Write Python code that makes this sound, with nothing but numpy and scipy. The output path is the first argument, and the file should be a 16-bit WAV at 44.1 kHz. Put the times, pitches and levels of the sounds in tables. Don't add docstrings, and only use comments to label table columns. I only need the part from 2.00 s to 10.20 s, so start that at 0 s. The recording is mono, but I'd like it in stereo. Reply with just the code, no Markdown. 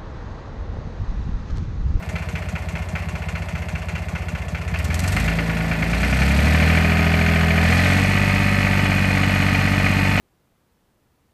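import sys
import numpy as np
from scipy import signal
from scipy.fft import rfft, irfft, next_fast_len
from scipy.io import wavfile
from scipy.ndimage import uniform_filter1d

SR = 44100
rng = np.random.default_rng(int(sys.argv[2]) if len(sys.argv) > 2 else 0)


def wrap_up_sound(samples):
    columns = np.atleast_2d(samples).T
    tamed = np.clip(columns, -1, 1)
    steps = np.round(tamed * 32767).astype(np.int16)
    wavfile.write(sys.argv[1], SR, steps)


N = 361619

# time in seconds, speed in firings per second.
ENGINE_SPEED = [(0, 15.231), (.554, 15.0), (2.18, 15.028), (2.669, 15.366), (3.282, 27.754),
                (3.835, 27.294), (4.508, 38.453), (4.754, 40.895), (5.586, 41.016), (6.002, 47.867),
                (6.387, 48.702), (7.082, 47.569), (8.2, 47.808)]
HELD_SPEEDS = (15, 27, 41, 48)
# speed in firings per second, then muffler boom, pipe bark,
# shell drone, block and hiss in dB.
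PART_LEVELS = [(15.3, -28, -32.5, -39.5, -36, -48.5), (28, -27, -22.5, -33.5, -28.5, -41.5),
               (40.4, -19.5, -19.5, -30, -22.5, -38), (45, -22.5, -21.5, -33, -22, -36.5)]
# speed in firings per second, then muffler boom, pipe bark,
# shell drone, block and hiss in dB.
FULL_FUEL_BOOST = [(15, 7, -0.5, -0.2, 1.9, -1), (33, 7.5, -1, -1.5, 1.5, 7.5),
                   (48.3, 3, 1.5, 3.5, 1.5, 5.5)]
FULL_FUEL_ACCELERATION, FUEL_LAG_S, FUEL_SMOOTHING_S = 24.3, 0.042, 0.14

# crank position in firings, boom in dB, bark at idle in dB,
# bark at full speed in dB.
CYLINDER_PUFFS = [(-.57, 0, 0, -4), (.43, -.6, -7.5, -5), (1.43, -1.2, -8.5, 0)]
# speed in firings per second, rms level in dB ahead of the yard.
FIRING_THROB = [(15, -82), (27, -59), (41, -37), (48, -33.5)]
# frequency in Hz, gain in dB.
MUFFLER_RESPONSE = [(25, -52), (45, 10.5), (60, 23.5), (77, 24.5), (92, 25.5), (107, 1.5), (125, 20.5),
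                    (170, -21), (400, -33)]
PIPE_RESPONSE = [(60, -60.5), (110, -6), (128, -4), (146, -5), (165, 1), (190, -5.5), (207, 0), (245, -5.5),
                 (287, -1), (325, -17.5), (450, -31.5), (1200, -87)]
SHELL_RESPONSE = [(200, -35), (340, -7), (450, -7), (520, -8), (620, 0.5), (760, -8.5), (900, -6.5),
                  (1100, -7.5), (2000, -40)]
# frequency in Hz, width in Hz, gain in dB.
PIPE_RESONANCES = [(167.6, 1.6, -21), (210.5, 1.4, -1), (284.46, 17.3, 3.5), (216.3, 13, -5)]
SHELL_RESONANCES = [(384.7, 2.5, -2.5), (410, 3.4, -0.5), (470.3, 3.6, 3.5), (582, 4.2, 3), (626, 14, 1),
                    (658, 5.3, 1), (741.3, 19, 1)]

# crank position at idle in firings,
# position at full speed in firings, scatter in dB, then relative level in dB at each of the four held speeds.
KNOCKS_AND_SLAPS = [(-.16, -.28, 1, .5, 1.5, 0, -1), (-.1, -.16, 1, -14, -16, -11, -4),
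                    (-.07, -.04, 1, -1.5, -.5, -2.5, -1), (.3, .3, 1.5, -14, -14, -15, -10),
                    (.845, .76, 1.2, -6, -8.5, -7, -8), (.93, .88, 1.2, -6.5, -8.5, -5.5, 0),
                    (1.15, 1.2, 1.5, -20, -14, -8, -16), (1.835, 1.85, 1, -3.5, -6, -1, 0),
                    (1.945, 2.03, 1.2, -8.5, -9, -4.5, -9)]
# time in seconds, level change in dB.
UNUSUAL_FIRINGS = [(.62, -6), (.885, -5), (.955, 2.5), (1.29, 3), (1.49, 2.5), (1.885, 4), (2.02, -4),
                   (2.485, -3), (2.615, 3), (2.745, 3), (3.045, -3), (3.17, 3), (3.21, 3.5), (3.283, 1.5),
                   (3.32, 2.5), (3.39, 1), (3.935, .5), (4.036, 2), (3.572, 5.5), (3.61, -4), (3.72, 2),
                   (3.83, 2), (4.223, 2), (4.308, -3), (5.265, 1.5), (5.725, 1.5), (7.475, 2.5),
                   (7.572, 1.5), (7.658, 3.5), (7.865, 2.5), (8.182, 3)]
BURN_SCATTER_DB, STROKE_VARIETY = .6, .3
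KNOCK_SPREAD_S, CRACK_T60_S, RING_DB = .0008, .023, 1
CRACK_HZ, CRACK_WIDTH_HZ = 2200, 2300
TAIL_HZ, TAIL_WIDTH_HZ, TAIL_T60_S, TAIL_DB = 2000, 3000, .28, -4.5
# frequency in Hz, width in Hz, gain at idle in dB, gain at speed in dB,
# both ahead of RING_DB.
CASTING_MODES = [(1258, 35, -4, 8), (1340, 35, 4, -6), (1455, 40, 9, 2), (1560, 45, 1, 5), (1760, 40, 0, 3),
                 (1955, 50, -8, 5), (2100, 30, 8, 2), (2172, 30, 1, 3), (2305, 60, 3, 4), (2465, 45, 0, 8),
                 (2620, 50, 4, -4), (2745, 45, 8, 1), (2944, 35, -8, 9), (3330, 80, 3, 1),
                 (4210, 100, 7, 8), (6600, 130, 3, 7)]
RATTLE_PER_S, RATTLE_SCATTER_DB, RATTLE_RISE_S, RATTLE_T60_S = 190, 1.5, .003, .24
RATTLE_HZ, RATTLE_WIDTH_HZ, RATTLE_RING_T60_S, RATTLE_DB = 2400, 1100, .02, 2.5
# speed in firings per second, relative level in dB.
CLATTER_LEVEL = [(15, -7.5), (27, -5), (41, -6), (48, -7.5)]
# frequency in Hz, gain in dB.
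BLOCK_RESPONSE = [(150, -33), (290, 0.5), (400, 2), (650, 4.5), (1000, -3.5), (1450, -4.5), (1850, -0.5),
                  (2150, -2.5), (2480, -2), (2800, -5), (3100, -6.5), (3500, -16), (3850, -17.5),
                  (4350, -15), (5400, -16), (8000, -27), (12500, -17)]

# crank position in firings, relative level in dB, ring of the steel lines in dB.
INJECTOR_TICKS = [(-.16, 4, -4), (.22, 1.5, -4), (.34, 2.5, -4), (.845, 5, -4), (1.84, 7.5, 1),
                  (2.39, 0, -4)]
# frequency in Hz, width in Hz, gain in dB.
INJECTOR_LINES = [(4050, 34, -29), (5440, 57, 15.5), (6100, 370, 13.5), (6800, 160, 20), (7470, 160, 15),
                  (9200, 770, 11), (11270, 260, 2)]
TICK_RISE_S, TICK_T60_S = .0009, .13
# frequency in Hz, gain in dB.
HISS_RESPONSE = [(1500, -6.5), (3200, 13.5), (3850, 14), (4400, 12.5), (5400, 8), (6600, 3.5), (7200, 2.5),
                 (8500, 7), (11600, 6), (13000, -51)]

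# tooth meshes per firing, level at top speed in dB
# ahead of GEAR_DB, growth in dB per doubling of speed.
GEAR_WHINES = [(18.67, -43.5, 19), (23.75, -46, 30), (26.33, -46, 30), (52, -40, 30), (87.42, -52, 30)]
GEAR_DB, GEAR_ROUGHNESS, FLUTTER_HZ_PER_MESH = 4, .7, .6

# start in seconds, level in dB ahead of the rise and fall of its envelope.
EXHAUST_SPITS = [(2.785, -29.5), (2.841, -27), (2.941, -22.5), (2.989, -21), (3.036, -27), (3.076, -19.5),
                 (3.119, -23), (3.161, -27), (3.197, -25), (3.236, -33)]
SPIT_EDGES_HZ = (710, 12200)
SPIT_GRIT_DB, SPIT_GRAIN_S = 3.2, .0012

# frequency in Hz, left minus right in dB, phase by which left leads in radians.
PORT_DIFFERENCES = [(60, -2.2, -0.24), (200, -3, -0.12), (600, -3, -0.15), (1250, -3.7, -0.062),
                    (1810, -3.5, -0.9), (2190, -4, 0.7), (2570, -2.2, 0.72), (2870, 0, 1.59),
                    (4540, 2.2, 0.84), (5500, 0.6, 1.03), (7300, 3.5, 1.2), (8200, 0.1, -0.5),
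                    (9830, 0, -2.7), (11300, 0, .75)]


def exhaust(crank, speed, boom_db, bark_db, drone_db):
    position, cylinder_db, idle_db, fast_db = np.transpose(CYLINDER_PUFFS)
    puffs = np.array([strikes(crank, p, scatter_db=.6, jitter_s=.00004) for p in position])
    gas = even(rng.standard_normal(N) * swell(crank, position=0.15, sharpness=0.24), crank)
    push = even(sum(strikes(crank, p + .5, scatter_db=1.5, jitter_s=.00004) for p in position), crank)

    boom = even(from_db(cylinder_db) @ puffs, crank)
    boom = boom + np.interp(speed, [16, 25, 41], [0, .6, .45]) * push
    gas_in_muffler = from_db(np.interp(speed, [15, 41], [-13, -16])) * gas

    shift = np.interp(speed, [16, 27, 43, 48], [0, .45, .6, 1])
    puff_db = idle_db[:, None] + np.outer(fast_db - idle_db, shift)
    bark = even((from_db(puff_db) * puffs).sum(0), crank)
    bark = bark + np.interp(speed, [20, 27, 34], [0, .6, .1]) * push
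    blunt = signal.sosfilt(signal.butter(2, 175, fs=SR, output="sos"), bark)
    sharp = signal.sosfilt(signal.butter(2, 420, fs=SR, output="sos"), bark)
    bark = blunt + np.interp(speed, [27, 42], [0, 1]) * (sharp - blunt)
    gas_in_pipe = from_db(np.interp(speed, [15, 27], [-11, -13])) * gas

    pipe = colour(bark + gas_in_pipe, PIPE_RESPONSE)
    pipe += from_db(-2.5) * modes(bark, PIPE_RESONANCES)
    first_resonance = resonance(pipe, hz=164, width_hz=36)
    pipe += np.interp(speed, [16, 22], [.95, 0]) * (first_resonance - pipe)
    muffler = colour(boom + gas_in_muffler, MUFFLER_RESPONSE)
    out = from_db(boom_db) * even(muffler, crank) + from_db(bark_db) * even(pipe, crank)
    out = out - 2 * resonance(out, hz=76.0, width_hz=110)

    singing = even(modes(puffs.sum(0), SHELL_RESONANCES), crank)
    singing = singing * from_db(np.interp(speed, [15, 40], [-5, 4]))
    shell_gas = even(colour(gas, SHELL_RESPONSE), crank)
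    out += from_db(drone_db) * even(singing + shell_gas, crank)
    throb = np.sqrt(2) * np.cos(2 * np.pi * (crank - .15))
    return out + from_db(at_hz(FIRING_THROB, speed)) * throb


def block(crank, speed):
    trains = knock_clicks(crank, speed)
    clatter_db, = by_speed(CLATTER_LEVEL, speed)
    clatter = from_db(clatter_db) * (valve_gear(crank) + from_db(-6) * rng.standard_normal(N))
    chatter = rattle(trains) * from_db(np.interp(speed, [15, 44], [0, -7]))
    out = clatter + from_db(RATTLE_DB) * resonance(chatter, RATTLE_HZ, RATTLE_WIDTH_HZ)
    for clicks in trains:
        iron, stray = crack(), crack()
        iron = iron + from_db(TAIL_DB) * resonance(dying_noise(TAIL_T60_S), TAIL_HZ, TAIL_WIDTH_HZ)
        varied_clicks = clicks * rng.standard_normal(N)
        out = out + signal.oaconvolve(clicks, iron)[:N]
        out = out + signal.oaconvolve(varied_clicks, STROKE_VARIETY * stray)[:N]
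    throttle = np.interp(speed, [15, 44], [0, 1])
    for hz, width_hz, idle_db, fast_db in CASTING_MODES:
        blows = rng.choice([-1., 1.], len(trains)) @ trains
        blows = blows + STROKE_VARIETY * rng.standard_normal(N) * trains.sum(0)
        ring = resonance(blows + clatter + chatter / 2, hz, width_hz)
        out = out + from_db(RING_DB + idle_db + throttle * (fast_db - idle_db)) * ring
    out = colour(out, BLOCK_RESPONSE)
    return out / out.std()


def knock_clicks(crank, speed):
    firing = np.round(crank).astype(int)
    burn_db = BURN_SCATTER_DB * rng.standard_normal(firing[-1] + 1)
    for s, db in UNUSUAL_FIRINGS:
        burn_db[firing[int(s * SR)]] = db
    advance = np.interp(speed, HELD_SPEEDS, [0, .25, .7, 1])
    trains, power = [], 0
    for idle_at, fast_at, scatter_db, *step_db in KNOCKS_AND_SLAPS:
        gain = from_db(np.interp(speed, HELD_SPEEDS, step_db))
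        shifted_crank = crank + (idle_at - fast_at) * advance
        trains.append(gain * strikes(shifted_crank, idle_at, scatter_db, jitter_s=.00003))
        power = power + gain ** 2 * speed / (3 * SR)
    return np.array(trains) * from_db(burn_db[firing]) / np.sqrt(power)


def crack():
    return resonance(rounded(dying_noise(CRACK_T60_S), KNOCK_SPREAD_S), CRACK_HZ, CRACK_WIDTH_HZ)


def rattle(trains):
    age = np.arange(SR // 2) / SR
    shake = ((1 - np.exp(-age / RATTLE_RISE_S)) * from_db(-60 * age / RATTLE_T60_S)) ** 2
    shaking_power = signal.oaconvolve((trains ** 2).sum(0), shake / shake.sum())[:N]
    shaking = np.sqrt(np.abs(shaking_power))
    gaps = rng.uniform(.4, 1.6, int(2 * RATTLE_PER_S * N / SR)) * SR / RATTLE_PER_S
    at = np.cumsum(gaps).astype(int)
    at = at[at < N]
    taps = np.bincount(at, from_db(RATTLE_SCATTER_DB * rng.standard_normal(len(at))), N)
    decay = from_db(-60 / (RATTLE_RING_T60_S * SR))
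    buzz = signal.lfilter([1], [1, -decay], taps) * rng.standard_normal(N)
    return shaking * buzz / buzz.std()


def valve_gear(crank, count=72):
    positions = (np.arange(count) + rng.random(count)) * 3 / count
    signs = rng.choice([-1, 1], count)
    clicks = sum(sign * strikes(crank, p, scatter_db=2, jitter_s=.00002)
                 for p, sign in zip(positions, signs))
    return even(signal.oaconvolve(clicks, dying_noise(t60=0.014))[:N], crank)


def hiss(crank, speed):
    ticks = 0
    for position, db, ring_db in INJECTOR_TICKS:
        clicks = from_db(db) * strikes(crank, position, scatter_db=1.5, jitter_s=.0002)
        tick = rounded(dying_noise(TICK_T60_S), TICK_RISE_S)
        ringing_tick = tick + from_db(ring_db) * modes(tick, INJECTOR_LINES)
        ticks = ticks + signal.oaconvolve(clicks, ringing_tick)[:N]
    rush = even(rng.standard_normal(N) * swell(crank, position=0.39, sharpness=0.49), crank)
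    tick_gain = from_db(np.interp(speed, [15, 30], [5, -8]))
    return even(colour(rush + tick_gain * even(ticks, crank), HISS_RESPONSE), crank)


def gears(crank, speed):
    out = 0
    for meshes, db, db_per_doubling in GEAR_WHINES:
        slow = signal.butter(2, FLUTTER_HZ_PER_MESH * meshes, fs=SR, output="sos")
        flutter = signal.sosfilt(slow, rng.standard_normal(N) + 1j * rng.standard_normal(N))
        waver = 1 + GEAR_ROUGHNESS * flutter / flutter.std()
        tone = (waver * np.exp(2j * np.pi * meshes * crank)).real
        level_db = db + db_per_doubling * np.log2(speed / speed.max())
        out = out + from_db(level_db) * tone / tone.std()
    return out * from_db(GEAR_DB)


def spits(rise_s, fall_s):
    gate = 0
    for s, db in EXHAUST_SPITS:
        age = np.arange(N) / SR - s
        gate = gate + from_db(db) * np.clip(age / rise_s, 0, 1) * np.exp(-np.abs(age) / fall_s)
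    band = signal.butter(2, SPIT_EDGES_HZ, "band", fs=SR, output="sos")
    jet = signal.sosfilt(band, rng.standard_normal(N))
    grit = uniform_filter1d(rng.standard_normal(N), int(SPIT_GRAIN_S * SR))
    jet = jet * from_db(SPIT_GRIT_DB * grit / grit.std())
    return gate * jet / jet.std()


def yard(x):
    bright = signal.sosfilt(signal.butter(2, 2000, "high", fs=SR, output="sos"), x)
    late = np.interp(np.arange(N) - 0.026 * SR, np.arange(N), bright, left=0)
    scatter = np.array([signal.oaconvolve(late, dying_noise(t60=.15))[:N] for port in range(2)])
    return x + from_db(-13.5) * scatter


def fuel(speed):
    demand = np.clip(np.gradient(speed) * SR / FULL_FUEL_ACCELERATION, -1, 1)
    late = np.interp(np.arange(N) - FUEL_LAG_S * SR, np.arange(N), demand)
    return uniform_filter1d(late, max(1, int(FUEL_SMOOTHING_S * SR)))


def strikes(crank, position, scatter_db, jitter_s):
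    turns = position + 3 * np.arange(-1, 110)
    chance = rng.standard_normal((len(turns), 2))
    at = np.interp(turns, crank, np.arange(N), left=-SR, right=2 * N)
    at = at + jitter_s * SR * chance[:, 0]
    heard = (at >= 0) & (at < N)
    return np.bincount(at[heard].astype(int), from_db(scatter_db * chance[heard, 1]), N)


def swell(crank, position, sharpness):
    return np.exp(sharpness * (np.cos(2 * np.pi * (crank - position)) - 1))


def even(x, crank):
    start, end = [np.interp(crank + side * 3 / 2, crank, np.arange(N)).astype(int) for side in (-1, 1)]
    energy = np.cumsum(x ** 2)
    return x / np.sqrt((energy[end] - energy[start]) / (end - start) + 1e-12)


def rounded(response, rise_s):
    response = response * (1 - np.exp(-np.arange(len(response)) / SR / rise_s))
    return response / np.linalg.norm(response)


def dying_noise(t60, size=8192):
    tail = rng.standard_normal(size) * from_db(-60 * np.arange(size) / SR / t60)
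    return tail / np.linalg.norm(tail)


def resonance(x, hz, width_hz):
    return signal.lfilter(*signal.iirpeak(hz, hz / width_hz, fs=SR), x)


def modes(x, table):
    return sum((-1) ** k * from_db(db) * resonance(x, hz, width)
               for k, (hz, width, db) in enumerate(table))


def colour(x, points, size=16384):
    gain = from_db(at_hz(points, np.fft.rfftfreq(size, 1 / SR)))
    cepstrum = irfft(np.log(gain))
    cepstrum[1:size // 2] *= 2
    cepstrum[size // 2 + 1:] = 0
    return signal.oaconvolve(x, irfft(np.exp(rfft(cepstrum))))[:N]


def at_hz(points, hz):
    f, value = np.transpose(points)
    return np.interp(np.log(hz + 1e-6), np.log(f), value)


def by_speed(rows, speed):
    rate, *columns = np.transpose(rows)
    return np.array([np.interp(speed, rate, c) for c in columns])


def in_time(rows):
    s, *columns = np.transpose(rows)
    return [np.interp(np.arange(N) / SR, s, c) for c in columns]


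def from_db(db):
    return 10 ** (np.asarray(db) / 20)


def scene():
    speed, = in_time(ENGINE_SPEED)
    crank = .479 + np.cumsum(speed) / SR
    levels = by_speed(PART_LEVELS, speed) + fuel(speed) * by_speed(FULL_FUEL_BOOST, speed)
    boom_db, bark_db, drone_db, block_db, hiss_db = levels
    engine = exhaust(crank, speed, boom_db, bark_db, drone_db)
    engine += from_db(block_db) * block(crank, speed)
    engine += from_db(hiss_db) * hiss(crank, speed)
    return yard(engine + gears(crank, speed) + spits(rise_s=0.0044, fall_s=0.01))


def record(dry):
    margin = 2048
    size = next_fast_len(N + 2 * margin)
    hz = np.fft.rfftfreq(size, 1 / SR)
    half = np.array([[1], [-1]]) / 2
    port_hz, *columns = np.transpose(PORT_DIFFERENCES)
    balance_db, lead = [at_hz(np.c_[port_hz, c], hz) for c in columns]
    port_response = from_db(half * balance_db) * np.exp(1j * half * lead)
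    padded = np.pad(dry, [(0, 0), (margin, margin)], mode="reflect")
    x = irfft(rfft(padded, size) * port_response, size)[:, margin:margin + N]
    for section in range(2):
        x = x - resonance(x, hz=10420, width_hz=650)
    return signal.sosfilt(signal.ellip(10, .2, 80, 12200, fs=SR, output="sos"), x)


dry = scene()
out = record(dry)
wrap_up_sound(out)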